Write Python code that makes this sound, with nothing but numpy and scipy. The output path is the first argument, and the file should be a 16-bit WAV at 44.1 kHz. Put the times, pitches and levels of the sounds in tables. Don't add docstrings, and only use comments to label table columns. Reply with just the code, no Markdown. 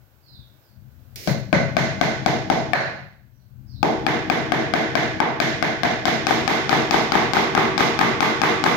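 import sys
import numpy as np
from scipy import signal
from scipy.fft import rfft, irfft, next_fast_len
from scipy.io import wavfile
from scipy.ndimage import uniform_filter1d, minimum_filter1d, map_coordinates

SR = 44100
rng = np.random.default_rng(int(sys.argv[2]) if len(sys.argv) > 2 else 0)


def invert_db(x):
    u = np.asarray(x, float) / 20
    return 10 ** u


def transcribe(signal):
    frames = np.atleast_2d(signal).T
    limited = np.clip(frames, -1, 1)
    pcm = np.round(limited * 32767).astype(np.int16)
    wavfile.write(sys.argv[1], SR, pcm)


N = 386316

# t/s, strength/dB, clack/dB, click/dB
BLOWS = [(1.273, -26, -11.5, -14.5), (1.527, -16.5, -8.5, -22.5), (1.766, -7, -11, -19),
         (2.011, -7, -10.5, -17.5), (2.26, -7.5, -14, -17.5), (2.499, -7, -16.5, -21),
         (2.732, -11.5, -1.5, -17.5), (3.828, -3.5, -19, -23.5), (4.064, -5.5, -8.5, -17.5),
         (4.298, -5, -9, -18), (4.519, -4, -9.5, -19.5), (4.736, -5, -7.5, -17), (4.952, -5.5, -7, -16),
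         (5.201, -7.5, -10.5, -22.5), (5.4, -7, -6, -12), (5.624, -10.5, -5.5, -15), (5.832, -9, -6.5, -14),
         (6.053, -6.5, -6.5, -11), (6.267, -5, -9, -12), (6.476, -1.5, -9, -14), (6.692, -4.5, -9, -13),
         (6.908, -4.5, -11, -12), (7.119, -7, -7.5, -13.5), (7.333, -5.5, -9.5, -12.5),
         (7.549, -4.5, -9, -18), (7.777, -4.5, -10, -11.5), (7.989, -4.5, -9, -15.5),
         (8.204, -2.5, -10, -15), (8.415, -1, -10, -16), (8.638, -1, -12, -16.5)]
# t/s, strength/dB
BOUNCES = [(5.849, -18), (6.08, -13.5), (6.307, -7.5), (6.509, -15.5), (6.727, -5.5), (6.941, -6.5),
           (7.152, -6.5), (7.367, -8), (7.575, -6), (7.593, -25), (7.805, -7.5), (8.011, -7), (8.028, -20),
           (8.226, -9), (8.434, -6), (8.661, -7), (8.675, -21)]
# t/s, seating (0 glancing, 1 loose, 2 half in, 3 home), knock f/Hz, knock level/dB
SEATING = [(1.27, 0.64, 645, 4.6), (1.53, 0.97, 642, 8.4), (1.8, 1.54, 670, 8.1), (2.3, 1.78, 747, 12),
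           (2.5, 1.72, 790, 12.5), (2.73, 0.044, 720, 11.1), (3.83, 2.38, 820, 11.3), (4.3, 2.35, 752, 8.5),
           (4.95, 1.87, 672, 10.8), (5.2, 2.6, 844, 14.6), (5.4, 1.92, 677, 10.6), (5.85, 1.88, 706, 14.1),
           (6.3, 2.65, 768, 6), (7, 2.79, 803, 9.4), (8.7, 3.7, 820, 3)]
# f/Hz, level/dB, T60/s
FRAME_MODES = [(129.6, -10, 0.018), (256.5, -5, 0.099), (464, -14, 0.016), (697, 3, 0.062),
               (1173, -6, 0.04), (1545, -3, 0.046), (2336, -1.5, 0.023), (3500, -19, 0.03),
               (4980, -22, 0.023)]
# f/Hz, level/dB
CRACK = [(300, -33), (1000, -10), (2400, -1.5), (5000, -7), (8000, -20.5), (15500, -43), (17000, -53.5)]
# f/Hz, width/Hz, level/dB for a glancing blow, nail loose, half in, home
BOARD_MODES = [(132.7, 10.2, 21, 23, 14.5, 12.5), (193, 13, 9.5, 16, 5.5, 7), (229, 13, -1, 3.7, 8.5, 7.5),
               (315.5, 8.3, 11, 1, 23, 18), (380.4, 6.1, 13, 0.6, 12, 19), (466.5, 15.4, 16, 2.4, 19.5, 18),
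               (556, 37, 18, 23.4, -15.5, -28), (648.5, 24, 17, 19, 14, 7.5),
               (734, 21, 10.5, 2.4, 5.5, 5.5), (880, 55, -2, 0.55, -0.5, 5.5), (1165, 178, -1, 2, -1, 13),
               (1503, 16.7, 15.5, 24.3, 13, 13), (1720, 152, 11.5, 7, 11, 6.5),
               (2052, 76, 3, 19.8, 8.5, 11), (2600, 120, 1, 1, -3.5, 2.5), (3470, 710, -7.5, 3, 6.5, 7),
               (4200, 320, 12.5, 14.5, 0, -1), (6390, 760, 5.5, 16.6, 6, 4.5)]
# f/Hz, level/dB per Hz
AIRBORNE = [(30, -61.5), (70, -24), (137, -2.5), (300, -1), (520, -10.5), (700, -7), (1300, -10.5),
            (2200, -9.5), (2800, -17.5), (5200, -24.5), (6800, -32), (8300, -42.5), (15500, -33.5),
            (16500, -94)]
# f/Hz, T60/s
REVERBERATION = [(100, 0.97), (300, 0.46), (1000, 0.49), (3000, 0.55), (7000, 0.5), (13000, 0.3)]
# f/Hz, likeness
COHERENCE = [(60, 0.15), (240, 0.98), (950, 0.23), (3770, -0.15), (15000, 0.12)]
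# f/Hz, level/dB
LEAN = [(60, 29.5), (180, 9.5), (550, -3), (1650, -3), (4970, -8), (15000, -1)]
# t/s, level/dB
SCRAPE = [
    (1.159, -33.5),
    (1.172, -39.5),
    (1.2, -38.5),
    (1.26, -37.5),
    (1.31, -36),
    (1.36, -53),
]
# f/Hz, level/dB
CLOTH = [(180, -39), (300, -0.5), (537, -3.5), (1080, -22), (2140, -4), (3190, -10), (5250, -3.5),
         (8360, -17.5), (16000, -10.5)]
# t/s, level/dB
TICK = (1.1585, -23)
# t/s, duration/s, start f/Hz, end f/Hz, level/dB
CHIRPS = [
    (0.214, 0.23, 5050, 3430, -72),
    (0.245, .12, 5250, 4570, -77),
    (0.573, 0.17, 6080, 4130, -88),
    (3.323, 0.063, 5750, 5620, -91),
    (3.375, 0.062, 4700, 4200, -90),
    (3.65, 0.2, 5710, 3400, -74),
    (3.67, 0.096, 5880, 4900, -80),
]
# t/s, rumble level/dB, hiss level/dB
QUIET = [(0, -50.5, -68.5), (.4, -41.5, -68.5), (.65, -48.5, -66), (.8, -39.5, -70), (1.13, -42.5, -66.5),
         (3.35, -46.5, -73), (3.66, -36.5, -71.5), (3.9, -31, -69), (5, -43, -71)]
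# f/Hz, level/dB per Hz
RUMBLE = [(15, -31), (25, -19), (102, -3.5), (129, 1.5), (152, -16.5), (198, -8.5), (226, -14.5),
          (264, -15.5), (450, -40), (580, -78.5), (990, -120)]
# f/Hz, level/dB per Hz
HISS = [(180, -45.5), (300, -5), (470, -12), (537, -8.5), (828, -11.5), (1300, -15.5), (1520, -10.5),
        (1750, -18), (5800, -25), (10500, -31), (12500, -19), (16000, -17.5)]


def along(points, hz):
    f, v = np.transpose(points)
    return np.interp(np.log(hz + 1), np.log(f + 1), v)


def curves(rows):
    s, *columns = np.transpose(rows)
    return [np.interp(np.arange(N) / SR, s, c) for c in columns]


def wobble(rate):
    knots = rng.standard_normal(int(N * rate / SR) + 4)
    return map_coordinates(knots, [np.arange(N) * rate / SR])


def filtered(x, response):
    m = next_fast_len(N + SR)
    hz = np.fft.rfftfreq(m, 1 / SR)
    return irfft(rfft(x, m) * response(hz), m)[..., :N]


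def causal(db):
    cepstrum = irfft(np.log(invert_db(db)))
    half = len(cepstrum) // 2
    cepstrum[1:half] *= 2
    cepstrum[half + 1:] = 0
    return irfft(np.exp(rfft(cepstrum)))


def ports(a, b, hz):
    angle = np.arccos(np.clip(along(COHERENCE, hz), -1, 1)) / 2
    mid, side = a * np.cos(angle), b * np.sin(angle)
    half_lean = along(LEAN, hz) / 2
    return np.array([(mid + side) * invert_db(half_lean), (mid - side) * invert_db(-half_lean)])


def rush(spectrum):
    a, b = rfft(rng.standard_normal((2, N)))
    hz = np.fft.rfftfreq(N, 1 / SR)
    noise = irfft(ports(a, b, hz) * invert_db(along(spectrum, hz)), N)
    return noise / np.sqrt(np.mean(noise ** 2) + 1e-20)


def tail(colour, rise):
    hz, t, z = signal.stft(rng.standard_normal((2, SR)), SR, nperseg=512)
    decay_db = 60 * t / along(REVERBERATION, hz)[:, None]
    z = ports(*z, hz[:, None]) * invert_db(along(colour, hz)[:, None] - decay_db)
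    answer = signal.istft(z, SR, nperseg=512)[1][:, :SR]
    answer = answer * (1 - np.exp(-np.arange(SR) / SR / rise))
    return answer / np.linalg.norm(answer) * np.sqrt(2)


def nail(s):
    times, *columns = np.transpose(SEATING)
    return [np.interp(s, times, c) for c in columns]


def contacts():
    rows = []
    for s, db, clack, click in BLOWS:
        direct = 42.5 + 1.47 * db + 0.8 * clack
        glancing = max(1 - nail(s)[0], 0)
        thud = -28 - 0.64 * db - 8.5 * glancing
        rows.append((s, direct, thud, clack, click, db, 0))
    for s, db in BOUNCES:
        clack = -24 + 4 * nail(s)[0]
        rows.append((s, 21.5 + 0.74 * db, -31 - 0.57 * db, clack, -19, db, -9))
    return rows


def rail(late, colour, seating, knock_hz, soft_db):
    hz, level, t60 = np.transpose(FRAME_MODES)[..., None]
    chance = rng.standard_normal((len(FRAME_MODES), 2))
    knock = hz == hz[3]
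    decay_db = 60 * np.abs(late) / t60 * (1.85 + 0.35 * seating)
    modes = invert_db(level + along(colour, hz) + soft_db * (hz > 2000) + 0.42 * chance[:, :1] - decay_db)
    modes *= invert_db(np.where(knock, -1.6 * seating, 1.2 * seating * (np.abs(hz - 1200) < 200)))
    pitch = np.where(knock, knock_hz, hz * (1 + chance[:, 1:] / 18))
    onset = 1 + np.exp(-late / 0.00027)
    return (modes * np.sin(2 * np.pi * pitch * late)).sum(0) / onset


def steel_crack(late, spectrum_db):
    decay = np.where(late > 0, late / 0.021, -late / 0.0031)
    spit = invert_db(-60 * decay)[:512] * rng.standard_normal(512)
    spit[np.argmax(late > 0)] = 14
    return np.convolve(spit / np.linalg.norm(spit), causal(spectrum_db))[:len(late)]


def hammer(count=4):
    near, sent = np.zeros(N + SR), np.zeros((count, N + SR))
    size = 8192
    grid = np.fft.rfftfreq(size, 1 / SR)
    late = np.arange(size) / SR - 0.0019
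    for k, (s, db, thud, clack, click, room_db, soft_db) in enumerate(contacts()):
        seating, knock_hz, knock_db = nail(s)
        hollow = knock_db - 10
        thud = thud - 0.8 * max(hollow, 0)
        shake = 9.5 - seating
        colour = [(60, thud + 20 + shake), (200, thud + 20), (700, 0.0081), (1700, clack + 8),
                  (5000, click + 20), (9000, click + 20 - 0.44 * hollow)]
        tint = along(colour, grid)
        ring = rail(late, colour, seating, knock_hz, soft_db)
        blow = ring + invert_db(17.5 + soft_db) * steel_crack(late, along(CRACK, grid) + tint)
        start = round(s * SR)
        near[start:][:size] += invert_db(db) * blow / np.abs(blow).max()
        push = causal(tint + board(grid, seating, knock_hz, knock_db))
        sent[k % count, start:][:size] += invert_db(room_db + 27) * push
    return near[:N], sent[:, :N]


def resonance(f, centre, width, db):
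    return (invert_db(db) - 1) * width * f / np.hypot(centre * centre - f * f, f * width + 1)


def board(f, seating, knock_hz, knock_db):
    total = 0.6 + resonance(f, knock_hz, 150, knock_db + 1)
    for centre, width, *levels in BOARD_MODES:
        db = np.interp(seating, range(len(levels)), levels)
        total = total + resonance(f, centre, width, db)
    return 20 * np.log10(np.maximum(total, 0.05))


def panel(sent):
    def low(hz):
        return invert_db(4 + along(AIRBORNE, hz)) / (1 + 1j * hz / 700) ** 2
    ring = filtered(sent.sum(0), low)
    return np.pad(ring, (150, 0))[:N] * invert_db([[1.5], [-1.5]])


def room(sent, same=0.82):
    shared = tail(AIRBORNE, rise=0.00033)
    wet = 0
    for x in sent:
        varied = 2 * tail(AIRBORNE, rise=0.023)
        wet = wet + signal.fftconvolve(x[None], same * shared + (1 - same) * varied, axes=1)
    return np.pad(wet, ((0, 0), (200, 0)))[:, :N]


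def touch():
    tick_s, tick_db = TICK
    t = np.arange(N) / SR - tick_s
    grains = invert_db(curves(SCRAPE)[0] + 1.1 * wobble(130)) * rush(CLOTH) * (np.arange(N) > tick_s * SR)
    tick = invert_db(tick_db - 60 * np.abs(t) / 0.0045) * (t > 0) * rng.standard_normal(N)
    return grains * (t < 0.25) + tick * invert_db([[0], [-7]])


def bird():
    song = np.zeros(N)
    for s, length, from_hz, to_hz, db in CHIRPS:
        u = np.arange(round(length * SR)) / (length * SR)
        glide = from_hz + (to_hz - from_hz) * u ** 0.57
        pitch = glide * (1 + 0.042 * wobble(300)[:len(u)])
        whistle = np.sin(np.pi * u) * np.sin(2 * np.pi * np.cumsum(pitch) / SR)
        song[round(s * SR):][:len(u)] += invert_db(db) * whistle
    far = tail([(100, 0), (9000, 0)], rise=0.0023) * invert_db(-60 * np.arange(SR) / SR / 8.8)
    return invert_db(22.5) * signal.fftconvolve(song[None], far, axes=1)[:, :N]


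def background():
    rumble_db, hiss_db = curves(QUIET)
    rumble = invert_db(rumble_db - 5.0 + 3.5 * wobble(11)) * rush(RUMBLE) * invert_db([[1.5], [-3]])
    return rumble + invert_db(hiss_db + 8.0) * rush(HISS)


def scene():
    near, sent = hammer()
    direct = near * invert_db([[0], [-32]])
    return direct + panel(sent) + room(sent) + touch() + bird() + background()


def recover(cut_db, release):
    t = np.arange(N) / SR / release
    return np.exp(np.maximum.accumulate(np.log(cut_db + 1e-9) + t) - t)


def band_limit(x):
    return signal.sosfilt(signal.butter(12, 16780, fs=SR, output="sos"), x)


def record(dry):
    cut_db = 20 * np.log10(np.maximum(np.abs(dry).max(0) / 1.253, 1))
    cut_db = -minimum_filter1d(-cut_db, size=265)
    cut_db = np.maximum(recover(cut_db, release=0.021), recover(0.63 * cut_db, release=0.15))
    x = dry * invert_db(-uniform_filter1d(cut_db, size=131))
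    clipped = x / (1 + np.abs(x) ** 8) ** (1 / 8)

    def band(hz):
        bass_cut = (1j * hz / (1j * hz + 50)) ** 2
        return bass_cut / np.sqrt(1 + (hz / 15900) ** 160)
    return band_limit(filtered(clipped, band))


dry = scene()
out = record(dry)
transcribe(out)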